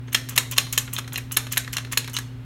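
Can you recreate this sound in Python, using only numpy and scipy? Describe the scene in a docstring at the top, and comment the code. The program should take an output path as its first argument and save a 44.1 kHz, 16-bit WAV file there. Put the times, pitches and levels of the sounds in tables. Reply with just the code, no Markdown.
"""Screwing a mount onto a tripod

A small plastic mount is screwed onto a tripod head in quick finger turns, about five a second.
At each turn the loose part ticks, scrapes along the thread by stick-slip friction and clacks against
its seat, often in two or three impacts that excite damped modes of the plastic and the steel screw.
The thread knocks softly between turns. A small room reverberates, and an appliance hums in it."""
import sys
import numpy as np
from scipy import signal
from scipy.fft import rfft, irfft, next_fast_len
from scipy.io import wavfile
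from scipy.ndimage import map_coordinates

SR = 44100
rng = np.random.default_rng(int(sys.argv[2]) if len(sys.argv) > 2 else 0)


def digitize_waveform(pressure):
    """Quantize a signal to 16-bit integers and store it at the path in sys.argv[1].

    Rows of a 2-D input are taken as channels; values are limited to [-1, 1].
    """
    field = np.atleast_2d(pressure).T
    bounded = np.clip(field, -1, 1)
    quanta = np.round(bounded * 32767).astype(np.int16)
    wavfile.write(sys.argv[1], SR, quanta)


N = 108045


def amp(db):
    """Amplitude ratio of a level in decibels."""
    return 10 ** (np.asarray(db) / 20)


def unit_rms(x):
    """Normalisation to an rms of 1."""
    return x / np.sqrt(np.mean(x ** 2) + 1e-20)


def curve_at(points, hz):
    """Interpolation of (frequency [Hz], value) points on a logarithmic frequency axis."""
    freqs, values = np.transpose(points)
    return np.interp(np.log(hz + 1), np.log(freqs + 1), values)


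def decay(t, t60):
    """Exponential damping: 60 dB in t60 seconds."""
    return np.exp(-np.log(1000) * t / t60)


def filtered(x, gain_db):
    """Minimum-phase filtering by the folded cepstrum; gain_db is a function of frequency."""
    size = 2 * next_fast_len(len(x))
    cepstrum = irfft(np.log(amp(gain_db(np.fft.rfftfreq(size, 1 / SR)))), size)
    cepstrum[1:size // 2] *= 2
    cepstrum[size // 2 + 1:] = 0
    return irfft(rfft(x, size) * np.exp(rfft(cepstrum)), size)[:len(x)]


def wobble(rate_hz):
    """Smooth random modulation: a spline through rate_hz Gaussian values a second."""
    knots = rng.standard_normal(int(N * rate_hz / SR) + 4)
    return map_coordinates(knots, [np.arange(N) * rate_hz / SR])


def add(track, start_s, x):
    """Superposition of x onto the track from start_s on."""
    part = track[..., round(start_s * SR):][..., :x.shape[-1]]
    part += x[..., :part.shape[-1]]


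# Partials of the appliance hum: (frequency [Hz], rms level [dB])
HUM_PARTIALS = [(59.8, -53), (119.9, -36.5), (221, -60), (240, -58.5), (259.3, -47), (379.3, -62.5)]
def appliance_hum():
    """A line spectrum with slight random amplitude and phase modulation."""
    t = np.arange(N) / SR
    hum = np.zeros(N)
    for hz, db in HUM_PARTIALS:
        peak = np.sqrt(2) * amp(db + 0.32 * wobble(4.87))
        hum += peak * np.sin(2 * np.pi * (hz * t + rng.random()) + .06 * wobble(3))
    return hum


# Spectrum of the still room air: (frequency [Hz], relative level [dB])
AIR_SPECTRUM = [(20, -15), (40, 4.5), (62, 3.5), (90, 3.5), (138, 9), (175, -4.5), (300, -7.5), (420, -9.5),
                (700, -17), (1500, -16.5), (3000, -20.5), (6000, -35.5), (15000, -38.5)]
def room_air(level_db=-44.5):
    """Stationary broadband noise, strongest in the bass."""
    gain = amp(curve_at(AIR_SPECTRUM, np.fft.rfftfreq(N, 1 / SR)))
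    return amp(level_db) * unit_rms(irfft(rfft(rng.standard_normal(N)) * gain, N))


# Spectrum of the friction noise: (frequency [Hz], relative level [dB])
RASP_SPECTRUM = [(150, -25), (400, -17), (700, -8), (1200, 1.5), (1900, 2), (3200, 3), (4200, -1),
                 (5000, -2), (6800, -1), (9000, -8), (12000, -14), (16000, -19)]
# Narrow resonances of the thread: (frequency [Hz], relative level [dB])
SQUEAK_RESONANCES = [(2950, -2), (6380, 0), (8300, -14)]
# Scrapes along the thread: (time [s], duration [s], level [dB], squeak re rasp [dB])
SCRAPES = [(0.069, 0.038, -54, 0), (0.117, 0.042, -41.5, 1), (0.285, 0.067, -43.5, -16),
           (0.356, 0.011, -35.5, -9), (0.51, 0.037, -33.5, -19), (0.561, 0.014, -32.5, -17.5),
           (0.72, 0.058, -39.5, -18), (0.924, 0.045, -38, -2), (0.977, 0.021, -29, -19),
           (1.136, 0.024, -40, -2), (1.31, 0.052, -39.5, 1.5), (1.507, 0.044, -35, -1.5),
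           (1.735, 0.027, -39.5, -5.5), (1.91, 0.04, -36.5, -6), (2.134, 0.053, -31.5, 3)]
def thread_scrapes(slips_per_s=2300, squeak_width_hz=240):
    """Stick-slip friction: dense random slips merge into a rasp, and narrow resonances squeak."""
    t = np.arange(N) / SR
    slips = (rng.random(N) < slips_per_s / SR) * rng.standard_normal(N)
    grain = rng.standard_normal(SR // 50) * decay(t[:SR // 50], t60=0.027)
    friction = signal.fftconvolve(slips, grain)[:N]
    rasp = unit_rms(filtered(friction, lambda f: curve_at(RASP_SPECTRUM, f)))
    squeak, out = np.zeros((2, N))
    for hz, db in SQUEAK_RESONANCES:
        envelope = wobble(squeak_width_hz) + 1j * wobble(squeak_width_hz)
        squeak += amp(db) * np.real(envelope * np.exp(2j * np.pi * hz * t))
    squeak = unit_rms(squeak)
    for start_s, duration_s, db, squeak_db in SCRAPES:
        scrape = (rasp + amp(squeak_db) * squeak)[round(start_s * SR):][:round(duration_s * SR)]
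        add(out, start_s, amp(db) * unit_rms(scrape) * signal.windows.tukey(len(scrape), .5))
    return out


def ringing(modes, t, scatter_db=2.5, scatter_hz=18):
    """Free vibration: a sum of damped modes, their strength and pitch varying from strike to strike."""
    hz, db, t60 = np.transpose(modes)[:, :, None]
    strength, detune, phase = rng.standard_normal((3, len(modes), 1))
    envelopes = amp(db + scatter_db * strength) * decay(t, t60)
    sines = np.sin(2 * np.pi * ((hz + scatter_hz * detune) * t + phase))
    return unit_rms(np.sum(envelopes * sines, axis=0))


# Modes of the plastic mount and tripod head: (frequency [Hz], relative level [dB], T60 [s])
MOUNT_MODES = [(1100, -8, .03), (1715, -2, .036), (2235, -7, .035), (2540, -3, .035), (2800, -3, .045),
               (3135, -3, .04), (3560, -4, .04), (3930, -3, .03), (4085, -1, .04), (5400, -6, .025),
               (6720, -4, .04)]
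# Modes of the steel screw: (frequency [Hz], relative level [dB], T60 [s])
STEEL_MODES = [(10080, -3, .035), (11680, -9, .025), (12020, -7, .025), (12770, 0, .03)]
def impact(spectrum, ring_db, attack_s, t60_s, treble_db, bass_db, favoured_hz=None, screw_db=None):
    """Impact excitation: a noisy crack plus modes, as direct sound and as sound spread into the room."""
    t = np.arange(SR // 8) / SR
    snap = amp(-4.5) * decay(t, t60=0.0031)
    body = amp(-16) * decay(t, t60=0.15)
    burst = rng.standard_normal(len(t)) * (snap + decay(t, t60_s) + body)
    crack = unit_rms(filtered(burst, lambda f: curve_at(spectrum, f)))
    ring = amp(ring_db) * ringing(MOUNT_MODES, t)
    onset = 1 - np.exp(-t / attack_s)
    treble_shelf = [(4000, 0.0068), (7500, treble_db)]
    bass_shelf = [(1300, bass_db), (2600, 0.013)]
    shelves = lambda f: curve_at(treble_shelf, f) + curve_at(bass_shelf, f)
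    room_share = amp(-10)  # part of the ringing that reaches the room
    direct = unit_rms(filtered((crack + ring) * onset, shelves))
    spread = unit_rms(filtered((crack + room_share * ring) * onset, shelves))
    if favoured_hz is not None:  # a full clack favours one resonance and rings the screw
        peak_db, half_width_hz = 7, 130
        resonance = lambda f: peak_db / (1 + ((f - favoured_hz) / half_width_hz) ** 2)
        screw = amp(screw_db) * ringing(STEEL_MODES, t)
        direct = unit_rms(filtered(direct, resonance)) + screw
        spread = spread + room_share * screw
    return np.array([unit_rms(direct), unit_rms(spread)])


def impacts(rows, spectrum, ring_db, gain_db, attack_s, t60_s):
    """Linear superposition of a table of impacts, as (direct, spread) tracks."""
    out = np.zeros((2, N))
    for start_s, db, *timbre in rows:
        add(out, start_s, amp(db + gain_db) * impact(spectrum, ring_db, attack_s, t60_s, *timbre))
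    return out


# Dense, quickly damped vibration in knocks and clacks: (frequency [Hz], relative level [dB])
IMPACT_SPECTRUM = [(120, -19.5), (370, -11), (520, -11), (680, -13.5), (850, -9), (1100, -8.5),
                   (1800, -0.5), (3000, -3.5), (4150, -0.5), (4700, -9.5), (5500, -4), (7000, -5.5),
                   (7800, -10), (9000, -6.5), (10400, -14), (11600, -6), (12400, -18), (13500, -10),
                   (16000, -23.5)]
# Knocks of the thread between turns: (time [s], relative level [dB], treble [dB], bass [dB])
THREAD_KNOCKS = [(.081, -34.5, -17, 13), (.287, -28.5, -1, -4), (.322, -35, -3, 21), (.668, -30.5, -5, 13),
                 (.877, -28.5, -34, 7), (.881, -34, -21, 9), (1.044, -33, -23, 2), (1.077, -27, -0.5, 8.5),
                 (1.1225, -28, -15, 7), (1.140, -28, 0, 11), (1.3115, -27, -20, 5), (1.468, -26, -4, 6.5),
                 (1.646, -29, -11, -1), (1.677, -22.5, -7, 9), (1.848, -27.5, -10, 2), (1.871, -36, -8, 14),
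                 (1.914, -35, -21, 0), (2.044, -27, -6, 0), (2.076, -24.5, -3, -5), (2.081, -26.5, -18, 10),
                 (2.097, -30.5, 5, 3)]
def thread_knocks():
    """Soft impacts build up in about a millisecond and hardly excite the modes."""
    return impacts(THREAD_KNOCKS, IMPACT_SPECTRUM,
                   ring_db=-20.5, gain_db=-21.5, attack_s=0.00099, t60_s=0.017)


# Spectrum of a light contact: (frequency [Hz], relative level [dB])
TICK_SPECTRUM = [(150, -36.5), (700, -18), (1800, -2), (2600, 1), (3000, -3), (4100, -5.5), (4750, -6),
                 (6600, 4), (7600, 3.5), (8300, -4.5), (10000, 1), (12700, 2.5), (13600, -3.5),
                 (16000, -2.5)]
# Ticks of the loose mount: (time [s], relative level [dB], treble [dB], bass [dB])
MOUNT_TICKS = [(.1283, -30.5, -7, 5), (.1314, -26.5, 5, 5), (.289, -32, -3, 6), (.2935, -26.5, 4, 6),
               (.3612, -27, 1, 14), (.3635, -23, -6, -13), (.367, -29, -22, 13), (.5122, -24.5, 6, -17),
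               (.521, -30, 0, 0), (.7263, -21.5, 7, -22), (.7278, -22.5, -5.5, -2), (.734, -25, -5.5, 1.5),
               (.763, -50, -6, -27), (.9302, -35, -11, 4), (.9346, -21, 43, 18), (1.1303, -32.5, 12, 2),
               (1.134, -30.5, 19, 22), (1.3195, -27, 8, -5), (1.3235, -23.5, 18, -4),
               (1.3425, -44.5, 0, -0.5), (1.521, -29, -2, -1), (1.5243, -20.5, 7, -5),
               (1.532, -27.5, -14, -4), (1.5615, -32, -8.5, 12), (1.7265, -37, 1.5, 4),
               (1.7305, -25, -9, -1.5), (1.736, -26.5, -6, 2), (1.9213, -31, 13, 3), (1.9244, -23.5, 4, 10),
               (1.931, -24.5, -13, 5), (2.133, -33.5, 1, 5), (2.1395, -31, 15, 0)]
def mount_ticks():
    """Light, brief impacts give bright broadband transients as the fingers take up the play."""
    return impacts(MOUNT_TICKS, TICK_SPECTRUM, ring_db=-20.5, gain_db=-15, attack_s=.0001, t60_s=0.027)


# Impacts on the seat: (time [s], relative level [dB], treble [dB], bass [dB],
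# favoured resonance [Hz], screw ring re rest of the clack [dB])
SEAT_CLACKS = [(.1461, -12.5, 3, -5, 1610, -32), (.1483, -8.5, -0.5, 0.5, 3250, -31),
               (.3773, -9, 3, -4, 2690, -9.5), (.3791, -9, 1.5, 3.5, 2500, -15),
               (.3832, -11.5, 13.5, 11, 2430, -25), (.5782, -18.5, 10, 5.5, 6530, -9),
               (.5821, -4.5, 2, 1, 2800, -39), (.5868, -37, 8, -14, 1720, -27),
               (.7760, -18.5, -3, 1, 3000, -18), (.7777, -9.5, 5, 1.5, 3050, -22),
               (.7846, -15, 10, -36, 6450, -10), (.9645, -21.5, -11, -5.5, 3360, -33),
               (.9862, -21, 9, 11.5, 3500, -8.5), (1.1585, -19, -5.5, -5, 2620, -28),
               (1.1760, -28, 18, 16, 4000, -12.5), (1.1783, -26, 8, 3, 3860, 10),
               (1.1815, -23, 2, 8.5, 2500, -20.5), (1.3663, -20, -6, -14, 3150, -22),
               (1.3695, -11.5, 6, 4, 4070, -10), (1.3705, -9, 5.5, 4.5, 3900, 0.5),
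               (1.3772, -24.5, -7.5, 8, 3260, -11.5), (1.5712, -14.5, -6, -4.5, 2600, -18),
               (1.5748, -14.5, -4, 3.5, 1720, -3), (1.5770, -12.5, 9, -17, 3900, -4.5),
               (1.7645, -33.5, -14, 15, 2600, -16), (1.7682, -16, -1, -2.5, 2700, -21.5),
               (1.7828, -21.5, -0.5, 4.5, 3300, -23.5), (1.9725, -20.5, -21, 10.5, 3300, -19.5),
               (1.9744, -9, 2, -5, 4270, -9.5), (1.9805, -19, 28, -5, 3100, -8.5),
               (2.1663, -17, 0.5, 0, 3960, -22), (2.1870, -22, 10.5, 11, 1680, -13.5)]
def seat_clacks():
    """Modal excitation: the mount hits its seat, and the point of contact favours one resonance."""
    return impacts(SEAT_CLACKS, IMPACT_SPECTRUM, ring_db=-2, gain_db=-17, attack_s=.00012, t60_s=0.013)


# Reverberation time of the room: (frequency [Hz], T60 [s])
REVERB_TIMES = [(300, 0.57), (1500, 0.35), (4000, .48), (8000, 0.36), (15000, 0.42)]
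# Colour of the reflected sound: (frequency [Hz], gain [dB])
REVERB_SPECTRUM = [(200, 3.5), (1500, -0.5), (4000, -2.5), (8000, -3.5), (15000, -9.5)]
def reverberation(x, tail_db=-12, walls_db=-16, delay_s=.006):
    """Convolution with early wall reflections and a diffuse tail, drawn anew for every 0.2 s of sound."""
    out, step = np.zeros(N), SR // 5
    for start in range(0, N, step):
        hz, frame_s, noise = signal.stft(rng.standard_normal(SR // 2), SR, nperseg=256)
        damping = decay(frame_s, curve_at(REVERB_TIMES, hz)[:, None])
        tail = signal.istft(noise * damping, SR, nperseg=256)[1]
        t = np.arange(len(tail)) / SR
        arrivals = rng.random(len(t)) < 900 / SR  # 900 reflections a second
        walls = arrivals * rng.standard_normal(len(t)) * decay(t, t60=0.13)
        response = amp(tail_db) * tail / np.linalg.norm(tail)
        response += amp(walls_db) * walls / np.linalg.norm(walls)
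        add(out, start / SR + delay_s, signal.fftconvolve(x[start:start + step], response))
    return filtered(out, lambda f: curve_at(REVERB_SPECTRUM, f))


def scene():
    """Direct sound, reverberant field and steady background superpose in one channel."""
    direct, spread = seat_clacks() + mount_ticks() + thread_knocks() + thread_scrapes()
    return (direct + reverberation(spread) + appliance_hum() + room_air())[None]


def record(dry):
    """Soft saturation rounds the loudest peaks at full scale; an ideal low-pass limits the band."""
    rounded = dry / (1 + np.abs(dry) ** 6) ** (1 / 6)
    passband = np.fft.rfftfreq(N, 1 / SR) < 15850
    return irfft(rfft(rounded) * passband, N)


dry = scene()
out = record(dry)
digitize_waveform(out)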